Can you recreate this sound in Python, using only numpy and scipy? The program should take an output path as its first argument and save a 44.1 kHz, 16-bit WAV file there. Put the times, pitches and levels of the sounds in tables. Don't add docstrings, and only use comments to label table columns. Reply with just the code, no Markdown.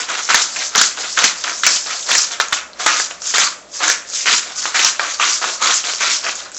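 import sys
import numpy as np
from scipy import signal
from scipy.fft import rfft, irfft, next_fast_len
from scipy.io import wavfile
from scipy.ndimage import uniform_filter1d

SR = 44100
rng = np.random.default_rng(int(sys.argv[2]) if len(sys.argv) > 2 else 0)


def unload_audio(sound):
    columns = np.transpose(np.atleast_2d(sound))
    steps = np.round(np.clip(columns, -1, 1) * 32767)
    wavfile.write(sys.argv[1], SR, steps.astype(np.int16))


def invert_db(level):
    return 10 ** (np.asarray(level, dtype=float) / 20)


N = 290574

# frequency in Hz, density in dB per Hz.
ROOM_TONE_SPECTRUM = [(22, -22), (107, -11), (296, -4), (475, -4), (593, 3.5), (949, -8), (2800, -13),
                      (7500, -13.5)]
# frequency in Hz, width in Hz, level in dB.
MACHINE_HUM = [(192, 30, -66), (590, 110, -60)]
# frequency in Hz, t60 in seconds.
KITCHEN_DECAY = [(300, 0.63), (1500, 0.46), (4000, 0.28), (8000, 0.44)]
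# frequency in Hz, gain in dB.
MIC_EDGE = [(7300, 0), (7700, -2), (8000, -15), (8350, -18.5), (8650, -63), (9000, -110)]

# frequency in Hz, gain in dB.
NO_BASS = [(90, -40), (190, 0), (9000, 0)]
# frequency in Hz, gain in dB.
THIN_WALL = [(150, -35), (400, -6.5), (900, -4.5), (9000, -0.5)]
# frequency in Hz, gain in dB.
RATTLE_SPECTRUM = [(1500, -37), (2600, -7.5), (3500, -2), (5000, -1.5), (6300, 1), (7400, -0.5),
                   (9000, -6.5)]
# frequency in Hz, gain in dB.
BOTTLE_SPECTRUM = [(500, -49.5), (900, -2), (1250, 3.5), (1700, 1.5), (2400, 7.5), (3300, 7), (5000, -15.5)]
# resonance in Hz, width in Hz, level in dB.
GRIP_MODES = [(326.6, 31, -7), (460, 725, -5.5), (699.4, 152, -5.5)]
# resonance in Hz, width in Hz, level in dB.
NECK_MODES = [(1270, 52, 0)]
# time in seconds, note in Hz.
BOTTLE_NOTE = [(0.0, 1500), (0.49, 1472), (0.6, 1830), (0.66, 1463), (1.23, 1540), (3.43, 1486),
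               (3.48, 1303), (4.25, 1773), (4.69, 1345), (4.76, 1620), (5.66, 1350), (5.79, 1820),
               (5.92, 1275), (5.97, 1597), (6.47, 1462), (6.58, 1690)]

# bite in seconds, burr loaded in seconds, burr level in dB,
# salt rattling in seconds, rattle level in dB.
TWISTS = [(.290, 0.1, -16, 0.14, -14), (.751, 0.043, -12, 0.11, -12.5), (1.172, 0.077, -13, 0.11, -14.5),
          (1.635, 0.09, -19, 0.13, -13), (2.087, 0.077, -16, 0.13, -12), (2.401, 0.01, -21, 0.014, -18),
          (2.528, 0.0067, -19, 0.015, -14.5), (2.862, 0.12, -17.5, 0.16, -16),
          (3.339, 0.085, -15.5, 0.11, -12), (3.825, 0.072, -17, 0.091, -13.5),
          (4.258, 0.075, -14.5, 0.11, -11.5), (4.745, 0.1, -13.5, .14, -12.5),
          (5.199, 0.084, -16.5, .15, -14.5), (5.614, 0.099, -15.5, 0.15, -13),
          (6.004, 0.1, -16.5, .15, -14.5)]
# bite in seconds, burr loaded in
# seconds, burr level in dB, # salt rattling in seconds, rattle level in dB.
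RETURNS = [(0.0, 0.006, -19.5, 0.0042, -16.5), (.085, 0.1, -22, .2, -22), (.56, .06, -24, .11, -20),
           (.973, 0.078, -23.5, 0.27, -23), (1.442, .07, -23, 0.54, -25.5), (1.861, 0.094, -26, .2, -23.5),
           (2.307, 0.033, -25.5, 0.022, -22.5), (2.797, 0.045, -22, 0.13, -21),
           (3.10, 0.023, -33, 0.011, -28.5), (3.803, .03, -18, .03, -21.5), (2.062, .03, -28, .03, -25.5),
           (6.36, .12, -37, .1, -36), (4.46, 0.05, -30, 0.069, -29.5), (4.657, 0.017, -23.5, .02, -19.5),
           (4.996, 0.093, -23, 0.15, -21.5), (5.415, 0.078, -20.5, 0.13, -19.5),
           (5.840, 0.058, -23.5, .12, -20), (6.235, 0.058, -21.5, 0.079, -21.5)]
# start in seconds, length in seconds, rattle level in dB.
SLIDES = [(1.363, 0.051, -25), (2.453, 0.007, -35), (3.214, 0.013, -27), (3.248, 0.061, -17),
          (3.736, 0.054, -23), (3.70, .03, -37.5), (4.072, 0.057, -28), (4.133, 0.038, -16),
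          (4.189, 0.02, -17.5), (6.355, 0.061, -28.5), (.50, 0.064, -24.5), (4.567, 0.071, -18.5),
          (6.531, 0.011, -34.5), (6.555, .05, -24.5)]
# start in seconds, peak in dB, burr over rattle in dB,
# t60 in seconds.
CRUNCHES = [(0.344, 2, -6, 0.11), (0.777, -21, -9, 0.035), (0.7786, 7, -16, 0.087),
            (0.8132, 10, -9.5, 0.046), (1.2412, 8, -7, 0.094), (1.4393, -3, -17, 0.026),
            (1.4953, -13, 5.5, 0.07), (1.6650, 4, -6, 0.1), (2.4007, -7.5, 5.5, 0.076),
            (2.4134, 0, -19, 0.02), (2.5247, -10.5, 6.5, 0.08), (2.863, 2.5, -1, 0.14),
            (2.9794, -27, -9, 0.027), (3.879, 0.5, -3.5, 0.025), (4.2857, -15, 10, 0.028),
            (4.328, 7, -6, 0.02), (4.6555, -6.5, 8, 0.013), (4.8462, 5.5, -8.5, 0.028),
            (4.995, -14, 14, 0.035), (6.0197, -12, 9, 0.056), (.303, -2, 4, .05), (2.1515, 3, -3, .03),
            (5.1983, -6, 6, .04), (1.635, -4, 3, 0.018)]
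# start in seconds, peak in dB, bottle knock in Hz, snap in Hz,
# knock over snap in dB.
BIG_CRACKS = [(0.8131, 4.5, 1550, 3300, -4.5), (1.6656, 7.5, 2380, 6400, 1), (0.3446, 8.5, 1720, 5460, 19),
              (0.7583, 4, 1300, 5740, 0.5), (1.1899, 3, 2570, 6460, -8), (1.2411, 6, 2130, 5960, 3),
              (1.4427, -5, 1870, 3320, 2.5), (3.8821, 0.5, 1650, 6900, -9.5), (2.1159, 2.5, 2750, 3230, -7),
              (2.1526, 4, 1830, 6400, 3.5), (2.1823, 3, 2920, 5470, -28.5), (2.5288, 5.5, 1850, 3500, -5.5),
              (3, -2, 1660, 3630, 11.5), (2.863, 1, 1230, 6420, 26), (3.3402, -4, 1820, 6400, 18),
              (3.3827, 5, 2020, 6300, 3), (4.2587, -4.5, 2100, 2840, 30.5), (4.7934, 1.5, 2270, 2920, -28),
              (4.9962, 0, 1670, 3120, 14), (3.9, 6, 1700, 5700, -1), (5.4422, -1, 1380, 3520, 16),
              (2.4006, 5.5, 1260, 3900, 1), (5.673, 2.5, 2360, 4500, -8), (4.8479, 3.5, 1200, 6000, -9)]
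# start in seconds, peak in dB, snap in Hz.
FURTHER_CRACKS = [(.7512, 0.5, 3350), (4.7442, -6.5, 1610), (.2899, -5, 1700), (0.9764, -20.5, 2740),
                  (1.8611, -16, 2500), (6.2654, -5.5, 1500), (2.3185, -10.5, 6000), (2.4847, -9.5, 6640),
                  (2.733, -21.5, 4400), (2.996, -5, 7500), (3.111, -11.5, 2700), (3.2197, -11, 5540),
                  (3.45, -4, 7000), (4.101, -14, 6840), (4.135, -11.5, 4500), (4.561, -13.5, 6000),
                  (5.2439, -2, 4360), (5.297, -5.5, 3000), (5.6973, -2, 1500), (5.7575, -11.5, 4870),
                  (5.84, -10, 2800), (5.8713, -4, 4100), (5.936, -6.5, 3020), (6.0082, -6, 1860),
                  (6.246, -9.5, 1700), (6.2942, -5, 2720), (6.3549, -9, 6950), (6.5178, -16, 7840),
                  (6.547, -15, 6400), (6.5673, -13.5, 6370)]
# start in seconds, held in seconds,
# level in dB, note in Hz.
AIR_RINGS = [
    (.751, .04, -27, 1234),
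    (2.409, 0.022, -26, 1283),
    (2.868, 0.065, -23.5, 1270),
    (3.94, 0.086, -38.5, 1710),
    (4.66, 0.029, -31, 1244),
    (5.0, .06, -31, 1144),
    (5.198, 0.053, -24.5, 1183),
    (5.615, .1, -24, 1266),
]

# rise in s, drift while held in dB/s, release in dB/s.
TWIST_BURR, TWIST_RATTLE = (.003, -33, -170), (.012, 18, -260)
RETURN_BURR, RETURN_RATTLE = (.0048, -19.5, -200), (.021, -10, -250)
SLIDE_RATTLE, AIR_SHAPE = (.043, 5, -250), (.0089, -64, -250)
CONTROL_STEP = 32


def evened(x):
    return x / np.sqrt(np.mean(x ** 2) + 1e-20)


def steadied(x):
    return x / np.sqrt(uniform_filter1d(x ** 2, size=3000) + 1e-12)


def slow_noise(size):
    smooth = uniform_filter1d(rng.standard_normal(N), size=size)
    return evened(uniform_filter1d(smooth, size=size))


def read(points, hz):
    f, value = np.transpose(points)
    return np.interp(np.log(hz + 1), np.log(f + 1), value)


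def coloured(x, points):
    size = next_fast_len(len(x))
    gain = invert_db(read(points, np.fft.rfftfreq(size, 1 / SR)))
    return irfft(rfft(x, size) * gain, size)[:len(x)]


def ring(x, modes):
    out = np.zeros(len(x))
    for hz, width_hz, db in modes:
        r = np.exp(-np.pi * width_hz / SR)
        zeros = [1 - r * r, 0, r * r - 1]
        poles = [1, -2 * r * np.cos(2 * np.pi * hz / SR), r * r]
        once = signal.lfilter(zeros, poles, x) / 2
        out += invert_db(db) * signal.lfilter(zeros, poles, once) / 2
    return out


def clicks(per_s, spread_db, clump_db):
    size_db = spread_db * np.minimum(rng.exponential(1, N), 2.8) + clump_db * slow_noise(200)
    arrives = rng.random(N) < per_s / SR
    return invert_db(size_db) * rng.choice([-1., 1.], N) * arrives


def pings(train, hz, cycles):
    out = np.zeros(N)
    steps_hz = np.geomspace(600, 8400, num=40)
    kind = np.searchsorted(steps_hz, hz)
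    for k, f in enumerate(steps_hz):
        r, w = np.exp(-f / cycles / SR), 2 * np.pi * f / SR
        poles = [1, -2 * r * np.cos(w), r * r]
        out += np.sqrt(f) * signal.lfilter([0, r * np.sin(w)], poles, train * (kind == k))
    return out


def room_tone():
    hiss = invert_db(-42) * evened(coloured(rng.standard_normal(N), ROOM_TONE_SPECTRUM))
    hum = np.zeros(N)
    for hz, width_hz, db in [*MACHINE_HUM, (60.5, 7.1, -66)]:
        hum += invert_db(db) * evened(ring(rng.standard_normal(N), [(hz, width_hz, 0)]))
    return hiss + hum


def kitchen(x):
    out = np.zeros(N)
    turn = np.arange(N) / SR * np.pi / .45
    at = np.arange(120, SR // 2 - 20, 20)
    for k in range(3):
        taps = np.zeros(SR // 2)
        taps[at + rng.integers(0, 20, len(at))] = rng.choice([-1., 1.], len(at))
        hz, t, z = signal.stft(taps, SR, nperseg=256)
        t60_s = np.maximum(read(KITCHEN_DECAY, hz), .02)[:, None]
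        tail = signal.istft(z * invert_db(-60 * t / t60_s), SR, nperseg=256)[1]
        window = np.sqrt(2 / 3) * np.cos(turn + k * np.pi / 3)
        out += signal.fftconvolve(x * window, tail / np.linalg.norm(tail))[:N]
    return out


def stroke(s, hold_s, db, shape):
    rise_s, drift, release = shape
    t = np.arange(0, N, CONTROL_STEP) / SR - s
    held_s = np.clip(t, 0, hold_s)
    creep = (t < 0) * invert_db(-14 + 380 * np.minimum(t, 0)) ** 2
    rise = np.clip(.5 + t / max(rise_s, .001), 0, 1) ** 2 + creep
    level_db = db + drift * (held_s - hold_s / 2) + release * np.maximum(t - hold_s, 0)
    return rise * invert_db(level_db) ** 2


def wrist():
    loose = burr = grip = invert_db(-66) ** 2
    for rows, burr_shape, rattle_shape, grip_db in ((TWISTS, TWIST_BURR, TWIST_RATTLE, -16),
                                                    (RETURNS, RETURN_BURR, RETURN_RATTLE, -10)):
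        grip_shape = np.multiply(burr_shape, [1, 1, 1.72])
        for s, load_s, burr_db, rattle_s, rattle_db in rows:
            loose = loose + stroke(s, rattle_s, rattle_db, rattle_shape)
            burr = burr + stroke(s, load_s, burr_db, burr_shape)
            grip = grip + stroke(s, load_s, burr_db + grip_db, grip_shape)
    for s, length_s, db in SLIDES:
        loose = loose + stroke(s, length_s, db, SLIDE_RATTLE)
        burr = burr + stroke(s, length_s, db - 14.5, SLIDE_RATTLE)
    powers = (loose, burr / loose, grip / loose)
    return [np.repeat(10 * np.log10(p), CONTROL_STEP)[:N] for p in powers]


def bottle_air():
    grit = clicks(1500, 2.7, 1.3)
    out = np.zeros(N)
    for s, held_s, db, hz in AIR_RINGS:
        level = np.repeat(np.sqrt(stroke(s, held_s, db, AIR_SHAPE)), CONTROL_STEP)[:N]
        out += level * evened(ring(grit, [(hz, 125, 0)]))
    return out


def small_cracks():
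    rattle_db, load_db, _ = wrist()
    when, size, knock, snap, mix = rng.random(size=(180, 5)).T
    at = (when * N).astype(int)
    db = np.minimum(rattle_db[at] + 8 + 4 * np.log(size + .01), -10)
    knock_hz, snap_hz = 1100 * 2.1 ** knock, 3000 * 2.4 ** snap
    knock_db = 1.1 * load_db[at] + 16 * (mix - .5)
    return np.transpose([at / SR, db, knock_hz, snap_hz, knock_db])


def cracks():
    t = np.arange(2500) / SR
    out = np.zeros(N + len(t))
    ticks = [(s, db, 1500, snap_hz, -11.5) for s, db, snap_hz in FURTHER_CRACKS]
    for s, db, knock_hz, snap_hz, knock_db in [*BIG_CRACKS, *ticks, *small_cracks()]:
        lands = rng.random(len(t)) < .03
        splinters = rng.standard_normal(len(t)) * lands * .3 * invert_db(-60 * t / .06)
        splinters[0] = 1
        snap = np.sin(2 * np.pi * snap_hz * t) * invert_db(-60 * t / .0033)
        knock = np.sin(2 * np.pi * knock_hz * t) * invert_db(-60 * t / .0058)
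        share = invert_db(knock_db) / (1 + invert_db(knock_db))
        sound = signal.fftconvolve(splinters, share * knock + (1 - share) * snap)[:len(t)]
        at = round(s * SR)
        out[at:at + len(t)] += invert_db(db + 5) * rng.choice([-1, 1]) * sound
    return coloured(out[:N], THIN_WALL)


def rattle(crush, load_db):
    lowest_hz = np.clip(2900 * invert_db(-.3 * load_db), 2200, 6000)
    hz = lowest_hz * (8200 / lowest_hz) ** rng.random(N)
    loose = evened(pings(clicks(6000, 2.2, 1.2), hz, 2.9))
    dry_ticks = 1.74 * invert_db(.5 * np.minimum(load_db, 0)) * evened(crush)
    return steadied(coloured(loose + dry_ticks, RATTLE_SPECTRUM))


def burr(crush):
    note_hz = np.interp(np.arange(N) / SR, *np.transpose(BOTTLE_NOTE))
    scatter = rng.standard_normal(N) * np.where(rng.random(N) < .4, .1, .42)
    grains = crush + 1.76 * clicks(2500, 1.5, .3)
    grit = evened(pings(grains, note_hz * np.exp(scatter), 1.61))
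    neck = evened(ring(crush, NECK_MODES))
    return steadied(coloured(grit + .5 * evened(crush) + .053 * neck, BOTTLE_SPECTRUM))


def grip(crush):
    return steadied(ring(crush + 3.35 * clicks(900, 2.26, 1.1), GRIP_MODES))


def patchy(x):
    z = signal.stft(x, nperseg=256)[2]
    patches = rng.standard_normal(z.shape)
    for _ in range(2):
        patches = uniform_filter1d(uniform_filter1d(patches, size=4, axis=0), size=8, axis=1)
    return signal.istft(z * invert_db(1.6 * evened(patches)), nperseg=256)[1][:N]


def grinder():
    rattle_db, load_db, grip_db = wrist()
    load_db = load_db + 2 * slow_noise(700)
    loose = invert_db(rattle_db - 2)
    loaded = invert_db(rattle_db + load_db - 3.63)
    for s, db, burr_db, t60_s in CRUNCHES:
        at = round(s * SR)
        after = slice(at, at + 6000)
        since_s = np.arange(N)[after] / SR - s
        collapse = invert_db(db - 9.5 - 60 * since_s / max(t60_s, .005))
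        loose[after] = np.hypot(loose[after], collapse)
        loaded[after] = np.hypot(loaded[after], invert_db(burr_db) * collapse)
    crush = clicks(1100, 4, 1.6)
    held = invert_db(rattle_db + grip_db - 2.2)
    return loose * rattle(crush, load_db) + loaded * burr(crush) + held * grip(crush)


def scene():
    grind = patchy(grinder()) + bottle_air()
    limited = grind / (1 + (grind / .9) ** 4) ** .25
    salt = coloured(limited, NO_BASS) + cracks()
    return (salt + invert_db(-9) * kitchen(salt) + room_tone())[None]


def band_limit(x):
    return signal.sosfilt(signal.butter(12, 15900, fs=SR, output="sos"), x)


def record(dry):
    clipped = np.clip(coloured(dry[0], MIC_EDGE), -1, 1)
    return band_limit(clipped[None])


dry = scene()
out = record(dry)
unload_audio(out)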